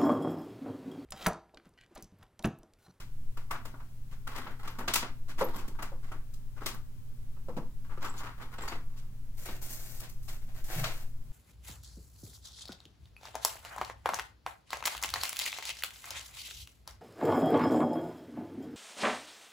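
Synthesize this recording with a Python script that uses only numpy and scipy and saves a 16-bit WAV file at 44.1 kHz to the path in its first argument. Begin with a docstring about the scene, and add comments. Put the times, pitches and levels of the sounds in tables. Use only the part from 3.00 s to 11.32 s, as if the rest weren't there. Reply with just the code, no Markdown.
"""Pencils and pens click, rattle and slide in their box, things are set down on wood, then paper is
drawn out and laid aside with a soft bump, in a small bedroom where a fan hums and rumbles steadily.
Contacts are coloured noise bursts and struck damped modes; sliding, scraping and paper are coloured
noise shaped by motion and grain; the fan is wavering sines plus noise. Reflections and short tails
give the room; level and phase differences give two closely spaced microphones."""
import sys
import numpy as np
from scipy import signal
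from scipy.fft import rfft, irfft, next_fast_len
from scipy.io import wavfile
from scipy.ndimage import map_coordinates

SR = 44100
rng = np.random.default_rng(int(sys.argv[2]) if len(sys.argv) > 2 else 0)


def master_out(mix):
    """Clip the mix to full scale and print it as 16-bit PCM to the path in sys.argv[1]."""
    frames = np.transpose(np.atleast_2d(mix))
    ceiling = np.clip(frames, -1, 1)
    pcm = np.round(ceiling * 32767).astype(np.int16)
    wavfile.write(sys.argv[1], SR, pcm)


N = 366912

# basic spectrum of a contact between hard parts: frequency_hz, level_db
CONTACT_COLOUR = [(100, -18), (250, -3), (480, -7), (900, -8), (1400, -7.5), (2300, -8), (4000, -6),
                  (8000, -9.5), (16000, -15.5)]
# left-right correlation chosen for the stereo image, wide in the middle range, narrow in the lows
# and the extreme highs: frequency_hz, correlation (-1 to 1)
STEREO_IMAGE = [(250, 0.98), (600, 0.9), (1200, 0.61), (1900, 0.053), (3200, -0.54), (4500, -0.5),
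                (6200, -0.069), (9000, 0.011), (11500, 0.13), (12400, 1)]
# reverberation time of the bedroom: frequency_hz, t60_s
ROOM_T60 = [(150, 0.43), (500, 0.26), (1500, 0.29), (5000, 0.27), (15000, 0.18)]


def amp(db):
    """Level to amplitude: 20 dB is a factor of ten."""
    return 10 ** (np.asarray(db) / 20)


def unit(x):
    """Normalisation to an rms of 1."""
    return x / np.sqrt(np.mean(x ** 2) + 1e-20)


def along(points, hz):
    """Interpolation of (frequency, value) points on a logarithmic frequency axis."""
    f, v = np.transpose(points)
    return np.interp(np.log(hz + 1e-3), np.log(f), v)


def wobble(rate):
    """Random modulation: a smooth curve through random knots, rate of them a second."""
    knots = rng.standard_normal(int(N * rate / SR) + 4)
    return map_coordinates(knots, [np.arange(N) * rate / SR])


def filtered(x, response):
    """Linear filtering: the spectrum is multiplied by a function of frequency."""
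    n = x.shape[-1]
    m = next_fast_len(n + 8192)
    hz = np.fft.rfftfreq(m, 1 / SR)
    return irfft(rfft(x, m) * response(hz), m)[..., :n]


def spread(pair, correlation):
    """Partial coherence: two independent signals mix into left and right of a given correlation."""
    def mid_side_gains(hz):
        angle = np.arccos(np.clip(along(correlation, hz), -1, 1)) / 2
        return np.array([np.cos(angle), np.sin(angle)])

    mid, side = filtered(pair, mid_side_gains)
    return np.array([mid + side, mid - side])


def noise(colour, correlation, size):
    """Spectral shaping: white noise becomes coloured stereo noise of rms 1."""
    white = spread(rng.standard_normal((2, size)), correlation)
    return unit(filtered(white, lambda hz: amp(along(colour, hz))))


def add(track, s, sound):
    """Superposition: a sound is mixed into the track at time s."""
    start = max(round(s * SR), 0)
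    track[:, start:start + sound.shape[-1]] += sound[..., :N - start]


def reverberant_decay(x):
    """Exponential decay: each frequency band falls 60 dB in its own reverberation time."""
    hz, frames_s, z = signal.stft(x, SR, nperseg=256)
    decay = amp(-60 * frames_s / along(ROOM_T60, hz)[:, None])
    return signal.istft(z * decay, SR, nperseg=256)[1]


def burst(colour, early_s, tail_db, rise_s):
    """Impact in a room: noise with three sharp rebounds in a dense bunch, then a reverberant tail."""
    t = np.arange(SR // 2) / SR
    tail = reverberant_decay(noise(colour, STEREO_IMAGE, len(t)))[:, :len(t)]
    # one rebound at a random moment in each third of the early part
    rebounds_s = (np.arange(3)[:, None] + rng.uniform(.15, .85, (3, 1))) * early_s / 3
    spike_power = np.sum(np.exp(-((t - rebounds_s) / .0004) ** 2), 0)
    early = noise(colour, STEREO_IMAGE, len(t)) * np.sqrt(.55 + 2.6 * spike_power)
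    early = early * np.exp(-((t - rise_s) / early_s) ** 4)
    return (early + amp(tail_db) * tail) * (1 - np.exp(-t / rise_s))


def ring(modes, scatter_db, detune):
    """Modal vibration: a blow excites damped sines, with new strengths and tuning each time."""
    t = np.arange(SR // 2) / SR
    hz, db, t60_s = np.transpose(modes)[:, :, None]
    size, shift, phase = rng.standard_normal((3, len(hz), 1))
    waves = np.sin(2 * np.pi * (hz * (1 + detune * shift) * t + phase))
    level_db = db + scatter_db * np.clip(size, -2, 1) - 60 * t / np.minimum(t60_s, .6)
    onset = 1 - np.exp(-t / 0.0038)
    return np.sum(amp(level_db) * waves, 0) * onset


def stroke(s, length_s, swell_db, attack_s, release_s):
    """Motion envelope: a hand movement gets going, swells or fades evenly in dB, then comes to rest."""
    t = np.arange(N) / SR - s
    rise = np.clip(t / attack_s, 0, 1)
    rest = np.exp(-np.maximum(t - length_s, 0) / release_s)
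    return rise * amp(swell_db * np.clip(t / length_s, 0, 1)) * rest


def clicks():
    """Contact hardness: hard contacts rise at once and brightly, soft ones swell and ring the barrels."""
    # pencils and plastic cases touching: start_s, level_db, then low body_db, snap_db and
    # sharp edge_db relative to the level
    contacts = [(0.37, -41, -12.5, -18.5, -15.5), (0.507, -27.5, -18, -24.5, -19),
                (0.551, -37.5, -19, -24, -41), (0.651, -39.5, -8.5, -17, -9.5), (0.736, -44, -9, -48, -35),
                (0.798, -48, -20, -27, -36), (1.27, -35, -19, -22, -17), (1.357, -34.5, -9, -15.5, -16.5),
                (1.376, -40, -9, -14, -11), (1.464, -36, -11, -22, -42), (1.673, -36, -16, -15, -17.5),
                (1.785, -32.5, -3.5, -19.5, -13.5), (1.801, -33.5, -13.5, -33, -48),
                (1.877, -22.5, -12.5, -12, -17.5), (1.936, -19, -13, -2.5, 3),
                (1.955, -19, -17.5, -6.5, -5), (2.022, -29, -13.5, -20, -34), (2.559, -37, 6, -11, -1),
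                (2.678, -40.5, 3.5, -11.5, -3), (2.787, -35.5, -15, -29, -29),
                (2.822, -32.5, -16, -19, -13), (3.115, -37, -10.5, -25, -22), (3.337, -49.5, -10, 12, 20),
                (3.614, -38.5, -6, -28, -33), (3.659, -25, -11.5, -9, -5), (3.683, -38, -20, -8, -5),
                (3.741, -42.5, -14, -41, -9), (4.364, -56, -8, -26, -25), (4.971, -40.5, -1, -23, -27),
                (5.264, -37.5, -33, -25, -30), (5.418, -62, -16, 11, -13), (5.58, -37, -6, -12.5, -29),
                (5.676, -33.5, -24, -16.5, -16.5), (5.716, -34, -12, -20, -34), (6.455, -40.5, -2, 4, 15),
                (6.484, -36.5, 0, -11, -22), (6.622, -44, 1, -7, 12), (7, -39, -25, 0, 16),
                (7.64, -47, -10, 3, 12), (7.838, -26, -42, -6, -17.5)]
    # modes of the box and the barrels in it: frequency_hz, level_db, t60_s
    barrels = [(690, -8.5, 0.38), (902, -2, 0.13), (1180, 1, 0.073), (1289, 4.5, 0.077), (1414, -6, 0.1),
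               (1910, -13, 0.092)]
    out = np.zeros((2, N))
    hz, base_db = np.transpose(CONTACT_COLOUR)
    for s, db, body_db, snap_db, edge_db in contacts:
        tilt = [(450, body_db + 10.5), (900, 0), (1600, 0.0042),
                (3500, snap_db + 9.0), (5500, snap_db + 6.0), (9500, edge_db + 5)]
        colour = np.transpose([hz, base_db + along(tilt, hz)])
        softness = amp(-.5 * np.clip(edge_db + 12, -12, 12))  # a weak edge means a soft contact
        impact = burst(colour, early_s=0.00884, tail_db=-3.5, rise_s=.0035 * softness)
        add(out, s, amp(db - 5) * impact)
        add(out, s, amp(db - 21) * softness * ring(barrels, scatter_db=6, detune=0.0125))
    return out


def scrapes():
    """Friction noise: each push of a barrel along the others swells and fades with a rough level."""
    # single pushes: start_s, level_db, length_s, brightness_db
    pushes = [(0.0, -49.5, 0.0032, 2), (1.108, -54, 0.016, -1.5), (1.643, -47, 0.01, -9),
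              (2.279, -46, 0.017, 0), (2.377, -37.5, 0.017, -4.5), (2.577, -46, 0.01, -1),
              (3.561, -52.5, 0.014, -10), (4.89, -48, 0.023, -14.5), (5.031, -43.5, 0.023, -5.5),
              (5.162, -46, 0.019, 12), (5.23, -44, 0.015, -8.5), (5.396, -46.5, 0.014, -11),
              (5.616, -50.5, 0.0073, -5), (5.965, -55, 0.014, 11), (7.028, -49, 0.012, 8),
              (7.281, -46.5, 0.0074, 8)]
    out = np.zeros((2, N))
    hz, base_db = np.transpose(CONTACT_COLOUR)
    for s, db, length_s, bright_db in pushes:
        tilt = [(500, -4.5), (1500, -0.1), (3500, bright_db - 7.5),
                (7500, bright_db - 8.5), (14000, bright_db - 10.5)]
        colour = np.transpose([hz, base_db + along(tilt, hz)])
        push = burst(colour, early_s=1.78 * length_s, tail_db=2.5, rise_s=length_s)
        add(out, s, amp(db - 2.0) * push)
    roughness = amp(0.73 * wobble(220))
    return out * roughness


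def sliding():
    """Stick-slip friction: barrels catch and slip, so a scrape carries many tiny decaying ticks."""
    # stirs of the pencils: start_s, length_s, level_db, swell_db from start to end
    stirs = [(0.546, .06, -59, -14), (0.652, 0.13, -59.5, -13), (1.282, 0.072, -54.5, 4),
             (1.357, 0.16, -48.5, -7.5), (1.586, 0.34, -54, -13), (2.467, 0.3, -45, -22.5),
             (2.79, 0.11, -59, -6), (3.015, 0.052, -67.5, 9.5), (3.603, 0.077, -59, 8.5),
             (4.84, 0.015, -61, -1), (5.004, 0.029, -50.5, 6), (5.038, 0.14, -45, -11),
             (5.163, 0.14, -49, -6), (5.37, 0.013, -57, -2.5), (5.409, 0.034, -54, -2),
             (5.507, 0.028, -51, -0.5), (5.582, 0.17, -50.5, -3.5), (5.893, 0.15, -70, -6)]
    # mean spectrum of the sliding: frequency_hz, level_db
    slide_colour = [(120, -21), (250, -3), (400, -12), (600, -10), (950, -4), (1400, -8), (2000, -10),
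                    (2600, -18), (3300, -16), (7000, -24.5), (10000, -27.5), (16000, -29)]
    slips_per_s, slip_s = 130, .003  # mean rate; decay time constant of each slip's power
    attack_s, release_s = 0.0089, 0.029  # rise time; time constant of coming to rest
    colour_scatter_db = 1.5  # each stir moves other barrels, so its colour varies

    slip_sizes = amp(4 * rng.standard_exponential(N).clip(0, 3))
    slips = (rng.random(N) < slips_per_s / SR) * slip_sizes
    slip_power = signal.lfilter([1], [1, -np.exp(-1 / (slip_s * SR))], slips ** 2)
    grain = unit(np.sqrt(slip_power + .12))  # the constant is a steady scrape between slips

    out = np.zeros((2, N))
    hz, base_db = np.transpose(slide_colour)
    for s, length_s, db, swell_db in stirs:
        colour = np.transpose([hz, base_db + colour_scatter_db * rng.standard_normal(len(hz))])
        motion = stroke(0, length_s, swell_db, attack_s, release_s)[:SR // 2]
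        add(out, s, amp(db - 0.5) * motion * noise(colour, STEREO_IMAGE, SR // 2))
    return grain * out


def squeaks():
    """Frictional squeal: a short slip of plastic on plastic sings as one narrow band of noise."""
    # start_s, pitch_hz, level_db
    slips = [(0.52, 12400, -56), (1.70, 12500, -57), (1.799, 12400, -57), (2.39, 12240, -51),
             (2.44, 12700, -39.5), (2.558, 12100, -48.5), (5.050, 7100, -49), (5.091, 7700, -45.5),
             (5.178, 6750, -50), (5.580, 7530, -52), (5.619, 7540, -46), (5.68, 4630, -42),
             (5.681, 6700, -47)]
    out = np.zeros((2, N))
    for s, hz, db in slips:
        band = np.transpose([hz * np.array([.88, .965, 1, 1.035, 1.12]), [-50, -13, 0, -13, -50]])
        add(out, s, amp(db) * burst(band, early_s=.011, tail_db=-8, rise_s=.004))
    return out


def hollow(x):
    """Cavity resonance: the box lifts the sound around its own frequencies."""
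    # frequency_hz, width_hz, gain_db
    resonances = [(670, 290, -1), (943, 150, 3.5), (1139, 74, 6.5), (1410, 220, 3), (2054, 80, 3),
                  (2600, 900, 1.5), (7420, 230, 2.5)]

    def gain(hz):
        return amp(sum(db / (1 + (2 * (hz - centre) / width) ** 2) for centre, width, db in resonances))

    return filtered(x, gain)


def paper():
    """Friction of a sheet: it rubs dully and hisses as it glides, with a fine uneven grain."""
    # start_s, length_s, hiss_db, rub_db, swell_db from start to end
    strokes = [(6.368, 0.085, -54.5, -59.5, 1.5), (6.45, 0.11, -48, -44, -12.5),
               (6.548, .016, -55, -55.5, -0.5), (6.61, 0.4, -48, -56.5, -5), (6.687, 0.054, -49, -69, 4.5),
               (7.004, 0.057, -65, -54, -0.5), (7.086, 0.016, -54, -66, 1.5), (7.22, 0.055, -60.5, -83, -2),
               (7.273, 0.092, -52.5, -54, -7), (7.412, 0.031, -64, -60.5, -6.5),
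               (7.478, 0.045, -84, -59, -7), (7.541, 0.064, -60, -58.5, 0.5),
               (7.636, 0.044, -51.5, -58.5, -1), (7.68, 0.13, -49, -47, 5.5), (7.829, 0.09, -44, -37, -11),
               (7.925, 0.12, -54, -54, -6)]
    # spectra of the dull rub and of the hiss: frequency_hz, level_db
    rub_colour = [(120, -10), (250, -0.5), (400, 0), (520, -0.5), (700, 3), (1050, -3), (1700, 0.5),
                  (2600, -3.5), (4500, -8), (8000, -17), (16000, -37.5)]
    hiss_colour = [(800, -9.5), (2500, -7.5), (4500, -0.5), (7000, 3.5), (10000, -0.5), (13000, 2.5),
                   (16000, -1.5)]
    attack_s, release_s = 0.012, 0.019  # rise time; time constant of coming to rest
    held_from_s, held_to_s, held_db = 6.34, 8.1, -69.5  # the sheet whispers while in the hand

    held = stroke(held_from_s, held_to_s - held_from_s, 0, attack_s, release_s)
    rub_power = np.zeros(N)
    hiss_power = (amp(held_db) * held) ** 2
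    for s, length_s, hiss_db, rub_db, swell_db in strokes:
        motion = stroke(s, length_s, swell_db, attack_s, release_s)
        rub_power += (amp(rub_db) * motion) ** 2
        hiss_power += (amp(hiss_db) * motion) ** 2
    grain = amp(1.14 * wobble(90) + 2 * wobble(700))
    rub = np.sqrt(rub_power) * noise(rub_colour, STEREO_IMAGE, N)
    hiss = np.sqrt(hiss_power) * noise(hiss_colour, STEREO_IMAGE, N)
    return grain * (rub + hiss)


def knocks():
    """Modal excitation: a blunt blow rings the wooden top and adds a low thump and a faint crack."""
    # things set down on wood: start_s, level_db, then thump_db, hollow ring_db and crack_db
    # relative to the level
    blows = [(2.408, -18.5, -16.5, 0, -19), (2.918, -42, -12, -1, -36), (4.483, -33.5, -1.5, 1, -20.5),
             (4.566, -27.5, 1, -4, -18)]
    # modes of the wooden top: frequency_hz, level_db, t60_s
    wood = [(256.3, -8, 0.29), (338.6, -5, 0.39), (536, 10.5, 0.073), (496, -7, 0.3), (670, -8.5, 0.34),
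            (986, -6, 0.039), (1150, -19, 0.36), (1316, -11, 0.23)]
    out = np.zeros((2, N))
    for s, db, thump_db, ring_db, crack_db in blows:
        colour = [(70, thump_db - 15), (150, thump_db + 11.5), (270, thump_db + 7.5),
                  (400, -0.5), (510, ring_db + 11.5), (620, -5.0), (950, 1.5), (1500, -12),
                  (2800, crack_db - 0.5), (15000, crack_db - 16)]
        add(out, s, amp(db - 9.5) * burst(colour, early_s=0.026, tail_db=0.5, rise_s=.0015))
        add(out, s, amp(db + ring_db - 12.5) * ring(wood, scatter_db=1, detune=.004))
    return out


def bumps():
    """Soft impact: the pad lands flat and softly, so only its lowest modes sound."""
    # landings of the pad: start_s, level_db
    landings = [(7.762, -36.5), (7.813, -41.5), (7.848, -50)]
    # low modes of the landing: frequency_hz, level_db, t60_s
    pad = [(81, -11, .15), (118.3, 7.5, 0.34), (146.6, 11.5, 0.2), (179, -0.5, 0.45)]
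    out = np.zeros((2, N))
    for s, db in landings:
        add(out, s, amp(db - 4.0) * ring(pad, scatter_db=1.5, detune=0.018))
    return out


def roomy(x, wet_db):
    """Reverberation by convolution: continuous sounds get the bedroom's short tail."""
    tail = reverberant_decay(rng.standard_normal(SR // 2))
    tail = tail[None] / np.linalg.norm(tail)
    return x + amp(wet_db) * signal.fftconvolve(x, tail, axes=1)[:, :N]


def fan():
    """Tonal and turbulent noise: slightly wavering hum lines, rushing air and a slow draught."""
    # lines of fan and mains: frequency_hz, level_db
    hum_lines = [(29.8, -72), (59.8, -64.5), (89.5, -66), (120, -54), (143, -66.5), (246, -70.5)]
    # spectra of the rushing air and of the draught on the microphones: frequency_hz, level_db
    air_colour = [(22, -13), (32, -12.5), (43, -15.5), (55, -23), (75, -24), (120, -27), (185, -31),
                  (215, -38.5), (250, -34), (300, -44), (420, -46), (510, -48), (650, -50.5), (1500, -53.5),
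                  (4400, -57.5), (16000, -57.5)]
    draught_colour = [(1, -12), (3.5, -4), (6.5, 10.5), (9, -23.5), (12, -5.5), (14.3, 7), (17, -16.5),
                      (24, -14), (40, -74)]
    # left-right correlation chosen for the background's stereo image:
    # frequency_hz, correlation (-1 to 1)
    background_image = [(200, 0.96), (500, 0.42), (1000, 0.55), (2000, -0.11), (3500, -0.15), (6000, 0.025),
                        (11500, -0.074), (12400, 0.49)]
    t = np.arange(N) / SR
    hum = np.zeros(N)
    for hz, db in hum_lines:
        level = amp(db + 0.15 * wobble(2.71)) * np.sqrt(2)  # rms to peak
        hum += level * np.sin(2 * np.pi * hz * t + 0.36 * wobble(1.56))
    air = amp(-48) * noise(air_colour, background_image, N)
    draught = amp(-35.5) * noise(draught_colour, background_image, N)
    return hum + air + filtered(draught, lambda hz: hz < 60)


def near_walls(x):
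    """Early reflection: wall and furniture return delayed, weaker copies."""
    # delay_s, level_db
    reflections = [(.00137, -43.5), (.0031, -34.5), (.0049, -36), (.0083, -22.5)]

    def response(hz):
        return 1 + sum(amp(db) * np.exp(-2j * np.pi * hz * s) for s, db in reflections)

    return filtered(x, response)


def microphone_pair(x):
    """Stereo level and phase difference: opposite gains and phases lean the sound a little left."""
    # phase by which the left microphone leads: frequency_hz, phase_rad
    lead = [(200, 0.12), (600, -0.35), (1300, 0.22), (2000, -0.28), (2700, -0.9), (3900, -0.095),
            (5000, 0.54), (7000, 0.42)]

    def left_right(hz):
        tilt_db = along([(500, 0.49), (1200, 0.68), (2200, 1.35), (8000, 1.07)], hz)
        left = amp(tilt_db) * np.exp(.5j * along(lead, hz))
        return np.array([left, 1 / left])

    return filtered(x, left_right)


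def scene():
    """Superposition: handling between near walls joins the fan, and both reach the microphones."""
    in_box = hollow(clicks() + scrapes() + roomy(sliding(), wet_db=-1.5))
    direct = in_box + knocks() + bumps() + squeaks() + roomy(paper(), wet_db=-6.5)
    return microphone_pair(near_walls(direct) + fan())


def record(dry):
    """Band limiting: the response falls to nothing across 400 Hz around the upper limit."""
    top_hz = 16000
    return filtered(dry, lambda hz: np.clip((top_hz - hz) / 400 + .5, 0, 1))


dry = scene()
out = record(dry)
master_out(out)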